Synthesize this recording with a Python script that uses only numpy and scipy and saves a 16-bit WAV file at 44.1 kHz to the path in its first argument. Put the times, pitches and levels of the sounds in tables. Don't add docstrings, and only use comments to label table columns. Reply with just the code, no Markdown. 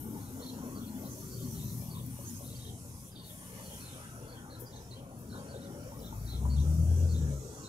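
import sys
import numpy as np
from scipy import signal
from scipy.io import wavfile
from scipy.ndimage import uniform_filter1d

SR = 44100
rng = np.random.default_rng(int(sys.argv[2]) if len(sys.argv) > 2 else 0)


def pcm_store(signal):
    levels = np.round(np.clip(np.atleast_2d(signal), -1, 1) * 32767)
    wavfile.write(sys.argv[1], SR, levels.astype(np.int16).T)


N = 338688
T = np.arange(N) / SR
LAG_S = 0.00025

# (frequency [Hz], left minus right [dB], likeness [0-1])
PORT_PAIR = [(59.6, 1, 1), (300, 5, 0.99), (700, 2, 0.94), (2040, 3, 0.44), (3300, 1, 0.04),
             (4200, -2, 0.13), (6200, -12, 0), (7230, -3.5, 0.77), (8700, -0.5, 1), (9870, 1.5, 0.97),
             (12400, 11, 0.73), (15300, 20.5, 0.4)]
# (time [s], firing rate [Hz], first-order level [dB], second-order level [dB])
REVS = [(5.9, 55.73, -50, -61), (6.08, 51.75, -51, -53), (6.19, 52.85, -45, -44.5),
        (6.37, 62.75, -33.5, -46), (6.5, 68.6, -28.5, -46), (6.59, 73.9, -24.5, -31.5),
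        (6.8, 80.4, -24.5, -31), (6.87, 82.47, -23.5, -44), (7.0, 84.5, -23.5, -49),
        (7.08, 82.4, -26, -40.5), (7.226, 77, -27.5, -34), (7.31, 72, -34, -36), (7.4, 66, -41, -49),
        (7.5, 58, -57, -66)]


def undb(db):
    return 10 ** (np.asarray(db) / 20)


def walk(rate, shape=(N,), step=SR):
    hold = max(int(step / rate), 1)
    draws = rng.standard_normal(shape[:-1] + (shape[-1] // hold + 1,))
    held = np.repeat(draws, hold, -1)
    smooth = uniform_filter1d(uniform_filter1d(held, hold), hold)[..., :shape[-1]]
    return smooth / smooth.std()


def curve(table, t):
    s, *columns = np.transpose(table)
    return [np.interp(t, s, column) for column in columns]


def ports(x, lag_s=LAG_S):
    lag = int(lag_s * SR)
    return np.array([undb(0.17) * np.roll(x, lag), undb(-3.5) * x])


def add(out, s, sound):
    i = int(s * SR)
    n = min(sound.shape[-1], N - i)
    out[..., i:i + n] += sound[..., :n]


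def bed_levels(t):
    # (time [s], rumble [dB], tyre roar [dB], tread whine [dB], air whoosh [dB])
    traffic = [(0.0, -45, -57.5, -63.5, -72), (0.68, -49.5, -53, -62, -69.5), (1.2, -49, -58, -65.5, -71.5),
               (1.6, -42, -60.5, -66, -70.5), (2.27, -47.5, -59.5, -63.5, -68),
               (3.1, -50, -63, -69.5, -74.5), (3.6, -52.5, -60, -63, -65.5), (3.91, -49.5, -57, -66, -66),
               (4.5, -51, -58.5, -64.5, -72.5), (5.15, -50.5, -58, -65, -74), (5.5, -47.5, -54.5, -64, -71),
               (6.4, -45, -58, -63.5, -72), (7.0, -42, -52, -68, -71), (7.68, -50, -56, -62, -74)]
    # (time [s], growl [dB], upper whine [dB])
    narrow_bands = [(0.0, -44, -72), (0.35, -50, -69), (0.77, -43, -68), (1.15, -46, -72.5),
                    (1.6, -47, -78), (2.1, -48.5, -77), (3.23, -59.5, -79.5), (3.7, -54, -69),
                    (4.02, -55.5, -62.5), (4.55, -56.5, -65.5), (5.0, -58.5, -76), (5.39, -47, -65.5),
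                    (6.0, -53.5, -68.5), (6.5, -48.5, -70), (7.1, -50.5, -70.5), (7.27, -44, -60),
                    (7.4, -61, -75), (7.68, -56, -66.5)]
    # (time [s], insects [dB], grass [dB], fine grass [dB])
    treble = [(0.0, -64.5, -60, -57), (0.4, -61, -61, -62.5), (0.9, -63.5, -62.5, -61),
              (1.15, -57.5, -60, -57.5), (1.84, -59, -57, -55), (1.99, -65, -60.5, -62),
              (2.31, -58, -55, -58), (2.8, -62, -60.5, -70.5), (3.3, -63.5, -57.5, -60),
              (3.45, -61.5, -56, -67), (3.76, -59, -56.5, -61), (3.98, -61.5, -57.5, -73),
              (4.52, -68.5, -68.5, -72), (4.8, -64.5, -68, -70), (5.09, -72.5, -70, -75),
              (5.4, -64, -63.5, -70), (5.6, -65.5, -67, -74), (6.14, -63, -66, -59.5),
              (6.55, -61.5, -63.5, -69), (6.74, -58.5, -61.5, -63.5), (7.68, -58, -67.5, -72)]
    # (time [s], rise [dB])
    scrubs = [(5.36, 6.5), (6.46, 6.5)]
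    scrub_rise_s, scrub_fall_s = 0.044, 0.057
    lull_s, lull_half_s, lull_db = 3.18, 0.074, -8.5
    deep_db = -64

    rumble_db, roar_db, whine_db, whoosh_db = curve(traffic, t)
    rev_db = np.interp(t, *np.transpose(REVS)[[0, 2]], -120, -120) - 12.5
    rumble_db = 10 * np.log10(undb(rumble_db) ** 2 + undb(rev_db) ** 2)

    scrub_db = 0
    for s, rise_db in scrubs:
        scrub_db = scrub_db + rise_db * np.exp(np.minimum((t - s) / scrub_rise_s, (s - t) / scrub_fall_s))
    road = [db + scrub_db for db in (rumble_db, roar_db, whine_db)]

    dip_db = lull_db * np.exp(-((t - lull_s) / lull_half_s) ** 4)
    hiss = [db + dip_db for db in curve(treble, t)]
    return [np.full(t.size, deep_db), *road, *curve(narrow_bands, t), whoosh_db, *hiss]


def bed_power(hz, t):
    # (frequency [Hz], relative power density [dB per Hz])
    deep = [(15, -47), (25, -17), (43, -1.5), (90, -10.5), (120, -32), (200, -120)]
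    rumble = [(53, -22), (90, 5.5), (119, 5.5), (160, 0), (200, -7), (330, -24.5), (430, -31), (730, -120)]
    roar = [(190, -16), (330, -2.5), (539, -2.5), (711, -12.5), (850, -15.5), (1100, -49), (1870, -120)]
    whine = [(500, -20), (850, -1.5), (1150, -6), (1300, -14), (2280, -45), (3850, -120)]
    growl = [(140, -51), (190, 2.5), (255, 3), (310, -7.5), (400, -23)]
    upper_whine = [(1000, -32), (1280, -2.5), (1480, -1), (1700, -10), (2100, -40)]
    whoosh = [(1030, -39), (1750, 7), (2860, 4), (3330, 4), (4900, -8), (6370, -41), (10800, -120)]
    insects = [(2940, -16.5), (4500, -6.5), (4850, -6), (5500, -0.5), (6070, 4.5), (6400, -1.5),
               (6900, 2.5), (7350, 1), (10100, -13), (17200, -120)]
    grass = [(4590, -50), (7500, -12), (8300, -7.5), (8900, -2), (9700, -2.5), (10750, -1), (11300, -6.5),
             (12000, -5), (15000, -38), (22000, -120)]
    fine_grass = [(6760, -36), (11500, 2), (12100, -4.5), (12800, 6.5), (13100, -7), (13500, 3.5),
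                  (14200, 1.5), (15700, -4.5)]
    colours = (deep, rumble, roar, whine, growl, upper_whine, whoosh, insects, grass, fine_grass)
    power = 0
    for colour, db in zip(colours, bed_levels(t)):
        f, density_db = np.transpose(colour)
        shape = undb(np.interp(np.log(hz + 1), np.log(f), density_db, -99, -99)) ** 2
        power = power + np.outer(shape / shape.mean(), undb(db) ** 2)
    return power


def bed_flicker(hz, t):
    rate = t.size / t[-1]
    row = (3.5 * np.log2(1 + hz / 150)).astype(int)
    patches = 0.6 * walk(3.5, (row[-1] + 1, t.size), rate)
    patches += 1.4 * walk(18.0, patches.shape, rate)
    patches = uniform_filter1d(patches[row], size=3, axis=0)
    patches += 0.33 * np.outer(hz > 7500, walk(12.0, t.shape, rate))
    band_swells = 2.5 * walk(1.68, (hz.size, t.size), rate) * (hz > 5000)[:, None]
    lumps = uniform_filter1d(walk(20.0, (hz.size, t.size), rate), size=3, axis=0)
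    patches[hz > 5000] *= 0.6
    lumps[hz > 5000] *= 0.6
    evenness = np.minimum(hz / 400, 1)[:, None]
    return evenness * (patches + band_swells + 6.7 * lumps)


def beds():
    size = 1024
    lag_top_hz = 4570
    frames = dict(nperseg=size, noverlap=3 * size // 4)
    hz, t, noise = signal.stft(rng.standard_normal((2, N)), SR, **frames)
    power = bed_power(hz, t)
    gain = np.sqrt(power) * undb(bed_flicker(hz, t))

    f, pan_db, like = np.transpose(PORT_PAIR)
    log_hz = np.log(hz + 1)
    pan_db = np.interp(log_hz, np.log(f), pan_db)[:, None]
    like = np.interp(log_hz, np.log(f), np.clip(like, 0, 1))[:, None]
    late = np.exp(-2j * np.pi * hz * LAG_S * (hz < lag_top_hz))[:, None]

    left = noise[0] * late * undb(pan_db / 2)
    right = (like * noise[0] + np.sqrt(1 - like ** 2) * noise[1]) / undb(pan_db / 2)
    middle = np.sqrt(undb(pan_db) + undb(-pan_db) + 2 * like * np.maximum(late.real, 0)) / 2
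    spectra = np.array([left, right]) * gain / middle
    return signal.istft(spectra, SR, **frames)[1][:, :N]


def engines():
    # (time [s], level [dB])
    drone_levels = [(0.6, -54), (1.28, -53.5), (1.4, -44.5), (2.08, -45.5), (2.18, -52), (2.63, -49),
                    (2.79, -59), (5.0, -55), (5.9, -66)]
    # (start [s], end [s], start pitch [Hz], end pitch [Hz], level [dB])
    passing_hums = [(0.185, 1.162, 263.2, 249.6, -48), (0.52, 1.05, 223.4, 216.4, -49.5),
                    (0.99, 1.84, 368, 381, -54), (1.352, 1.997, 212.3, 198.1, -47),
                    (1.35, 2.2, 163.2, 159.8, -47), (2.305, 3.095, 96.1, 88.8, -51.5),
                    (2.689, 4.1, 182.4, 170.4, -54.5), (5.452, 5.84, 527, 581, -55),
                    (6.8, 7.901, 432, 430.4, -55.5), (7.194, 7.9, 319.7, 321.7, -56.5)]
    drone_hz = 121.6
    hum_waver = 0.032

    db, = curve(drone_levels, T)
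    level = undb(db + 3.2 * walk(12.0))
    fade = np.clip((drone_levels[-1][0] - T) / 0.26, 0, 1)
    out = np.sqrt(2) * level * fade * np.sin(2 * np.pi * drone_hz * T + 0.5 * walk(6.5))
    for t0, t1, hz0, hz1, db in passing_hums:
        u = np.clip((T - t0) / (t1 - t0), 0, 1)
        glide = (hz0 + (hz1 - hz0) * u) * (1 + hum_waver * walk(30.0))
        level = undb(db + 3.0 + 2.73 * walk(28.0)) * np.sin(np.pi * u) ** 0.41
        out += level * np.sin(2 * np.pi * np.cumsum(glide) / SR)
    return out


def sparrows():
    # (time [s], length [s], start pitch [Hz], end pitch [Hz], level before echoes [dB])
    notes = [(0.196, 0.11, 4430, 3440, -66), (0.388, 0.14, 3500, 3370, -60.5),
             (0.407, 0.048, 4150, 4450, -53.5), (0.458, 0.049, 4130, 4040, -49.5),
             (.535, 0.032, 4270, 4200, -65), (0.746, 0.054, 4440, 4290, -59),
             (0.807, 0.052, 3490, 3230, -60), (0.863, 0.039, 4340, 4370, -60),
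             (1.032, 0.053, 4040, 4140, -60.5), (1.103, 0.038, 6430, 6160, -54),
             (1.309, 0.074, 4550, 4400, -58.5), (1.381, 0.055, 3440, 3400, -60.5),
             (1.405, 0.052, 4500, 4250, -60), (1.538, 0.11, 4150, 3250, -58.5),
             (1.653, 0.082, 4130, 3650, -59.5), (1.883, 0.069, 4560, 4310, -58),
             (1.938, 0.078, 3730, 3500, -57.5), (2.252, 0.045, 6300, 6970, -50),
             (2.35, 0.035, 6350, 6760, -54), (2.433, 0.14, 3960, 3430, -59.5),
             (2.553, 0.0246, 4300, 5370, -55), (2.584, 0.13, 3790, 3570, -55.5),
             (3.148, 0.079, 3610, 3540, -55.5), (3.11, 0.035, 5200, 4600, -64),
             (3.15, 0.14, 4510, 4200, -59), (3.238, 0.091, 3680, 3410, -57.5),
             (3.624, 0.071, 4480, 4300, -60), (3.698, 0.075, 3330, 3290, -56.5),
             (3.796, 0.1, 4270, 4130, -56), (3.879, 0.1, 3640, 3520, -59),
             (4.275, 0.078, 4400, 4340, -59.5), (4.35, 0.048, 3150, 3200, -59),
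             (4.497, 0.07, 4200, 4030, -56.5), (4.659, 0.03, 4900, 4920, -57),
             (4.715, 0.09, 3900, 3710, -59), (4.734, 0.1, 6200, 6170, -64), (4.79, 0.098, 5370, 5320, -66),
             (4.905, 0.045, 4110, 4080, -53), (4.956, 0.05, 3090, 3140, -60.5),
             (5.295, 0.1, 4250, 3560, -58.5), (5.477, 0.065, 4500, 4350, -60),
             (5.531, 0.052, 3770, 3670, -59), (5.6, 0.081, 4150, 3470, -61.5),
             (5.99, 0.023, 5400, 4400, -59.5), (6.016, 0.088, 3790, 3570, -56.5),
             (6.26, .11, 4190, 3740, -51.5), (6.3, 0.1, 3400, 3380, -61), (6.491, 0.074, 4450, 4320, -54),
             (6.56, 0.076, 3650, 3700, -56), (6.583, .08, 6050, 5980, -59), (6.939, 0.076, 6147, 6050, -61),
             (7.086, 0.05, 4490, 4340, -56), (7.131, 0.066, 3850, 3400, -56),
             (7.632, 0.053, 4190, 3790, -54.5)]
    warble_least_hz, warble_more_hz, warble_at_hz, warble_span_hz = 60, 300, 3750, 270
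    warble_per_s = 22

    out = np.zeros((2, N))
    tremble_hz = 110 * walk(250.0)
    hoarse = undb(2 * walk(140.0)) * (1 + 0.6 * walk(900.0))
    rasp = 0.55 * walk(750.0)
    for s, length, hz0, hz1, db in notes:
        middle_hz = (hz0 + hz1) / 2
        nearness = np.exp(-((middle_hz - warble_at_hz) / warble_span_hz) ** 2)
        warble_hz = warble_least_hz + warble_more_hz * nearness
        pan_db = np.interp(middle_hz, *np.transpose(PORT_PAIR)[:2])

        start = int(s * SR)
        now = slice(start, min(start + int(length * SR), N))
        t = T[now] - T[start]
        u = t / length
        glide = hz0 + (hz1 - hz0) * u ** 1.8
        pitch = glide + warble_hz * np.cos(2 * np.pi * warble_per_s * t) + tremble_hz[now]
        whistle, centre = np.sin(2 * np.pi * np.cumsum([pitch, glide], axis=1) / SR)
        note = np.sin(np.pi * u) ** 0.4 * (hoarse[now] * whistle + rasp[now] * centre)
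        port_db = db + np.array([[pan_db], [-pan_db]]) / 2
        add(out, s, undb(port_db) * note / note.std())

    t = T[:SR // 3]
    echoes = rng.standard_normal((2, t.size)) * np.exp(-t / 0.035) * undb(-35)
    echoes[0, 0], echoes[1, 9] = 0.72, 0.72
    return signal.fftconvolve(out, echoes, axes=1)[:, :N]


def ticks():
    # (time [s], relative level [dB], rise [s], 60 dB decay [s])
    stalks = [(2.0617, -29, .001, 0.03), (3.277, -50, .005, 0.15), (4.583, -25.5, 0.027, 0.19),
              (5.165, -41, .03, 0.4)]
    out, t = np.zeros(N), T[:SR // 4]
    for s, db, rise_s, t60 in stalks:
        envelope = np.minimum(t / rise_s, 1) ** 2 * 1000 ** (-t / t60)
        add(out, s, undb(db - 4) * rng.standard_normal(t.size) * envelope)
    bright = signal.butter(2, [10000, 15000], "band", fs=SR, output="sos")
    out = signal.sosfilt(bright, out)
    return np.array([out, undb(-12) * out])


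def knocks():
    # (time [s], relative level [dB], ring [Hz])
    wheels = [(0.403, -48, 485), (0.638, -47, 460), (1.029, -49, 657), (1.41, -57, 528), (1.822, -51, 564),
              (2.189, -48.5, 558), (2.407, -48, 570), (5.426, -58, 480), (5.542, -42.5, 532),
              (5.746, -56, 576), (5.92, -50.5, 895), (6.125, -46, 884), (6.452, -44.5, 984),
              (7.314, -64, 544)]
    out, t = np.zeros(N), T[:SR // 5]
    for s, db, hz in wheels:
        band = signal.butter(3, [0.6 * hz, 1.5 * hz], "band", fs=SR, output="sos")
        slap = signal.sosfilt(band, rng.standard_normal(t.size))
        decay = np.exp(-t / 0.027) + 3.4 * np.exp(-t / 0.0022)
        ring = np.sin(2 * np.pi * hz * t) * decay
        thump = ring + 0.35 * slap / slap.std() * np.exp(-t / 0.06)
        add(out, s, undb(db) * thump * np.minimum(t / 0.0011, 1))
    return out


def revving():
    # (multiple of the firing rate, level against the first order [dB])
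    further_orders = [(.5, -29), (1.5, -12.5), (2.5, -32), (3, -30), (4, -31)]
    throb_hz, throb_s, throb_db = 9.1, 6.48, 2

    hz, db, second_db = curve(REVS, T)
    fade_in = np.clip((T - REVS[0][0]) / 0.15, 0, 1)
    fade_out = np.clip((REVS[-1][0] - T) / 0.043, 0, 1)
    throb = throb_db * np.cos(2 * np.pi * throb_hz * (T - throb_s))
    db, second_db = db + throb, second_db + throb

    phase = 2 * np.pi * np.cumsum(hz * (1 + 0.011 * walk(40.0))) / SR
    boom = undb(db + 1.1 * walk(22.0)) * np.sin(phase)
    boom -= undb(second_db + 1.9 * walk(18.0)) * np.cos(2 * phase)
    for k, order_db in further_orders:
        level = undb(db + order_db + 1.9 * walk(15.0))
        boom += level * np.sin(k * phase + 1.5 * walk(14.0))
    return np.sqrt(2) * fade_in * fade_out * boom


def scene():
    background = beds()
    rev = ports(revving(), 0.00019)
    road = ports(engines() + knocks())
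    return background + rev + road + ticks() + sparrows()


def record(dry):
    return signal.sosfilt(signal.ellip(10, 0.2, 70, 15640, fs=SR, output="sos"), dry)


dry = scene()
out = record(dry)
pcm_store(out)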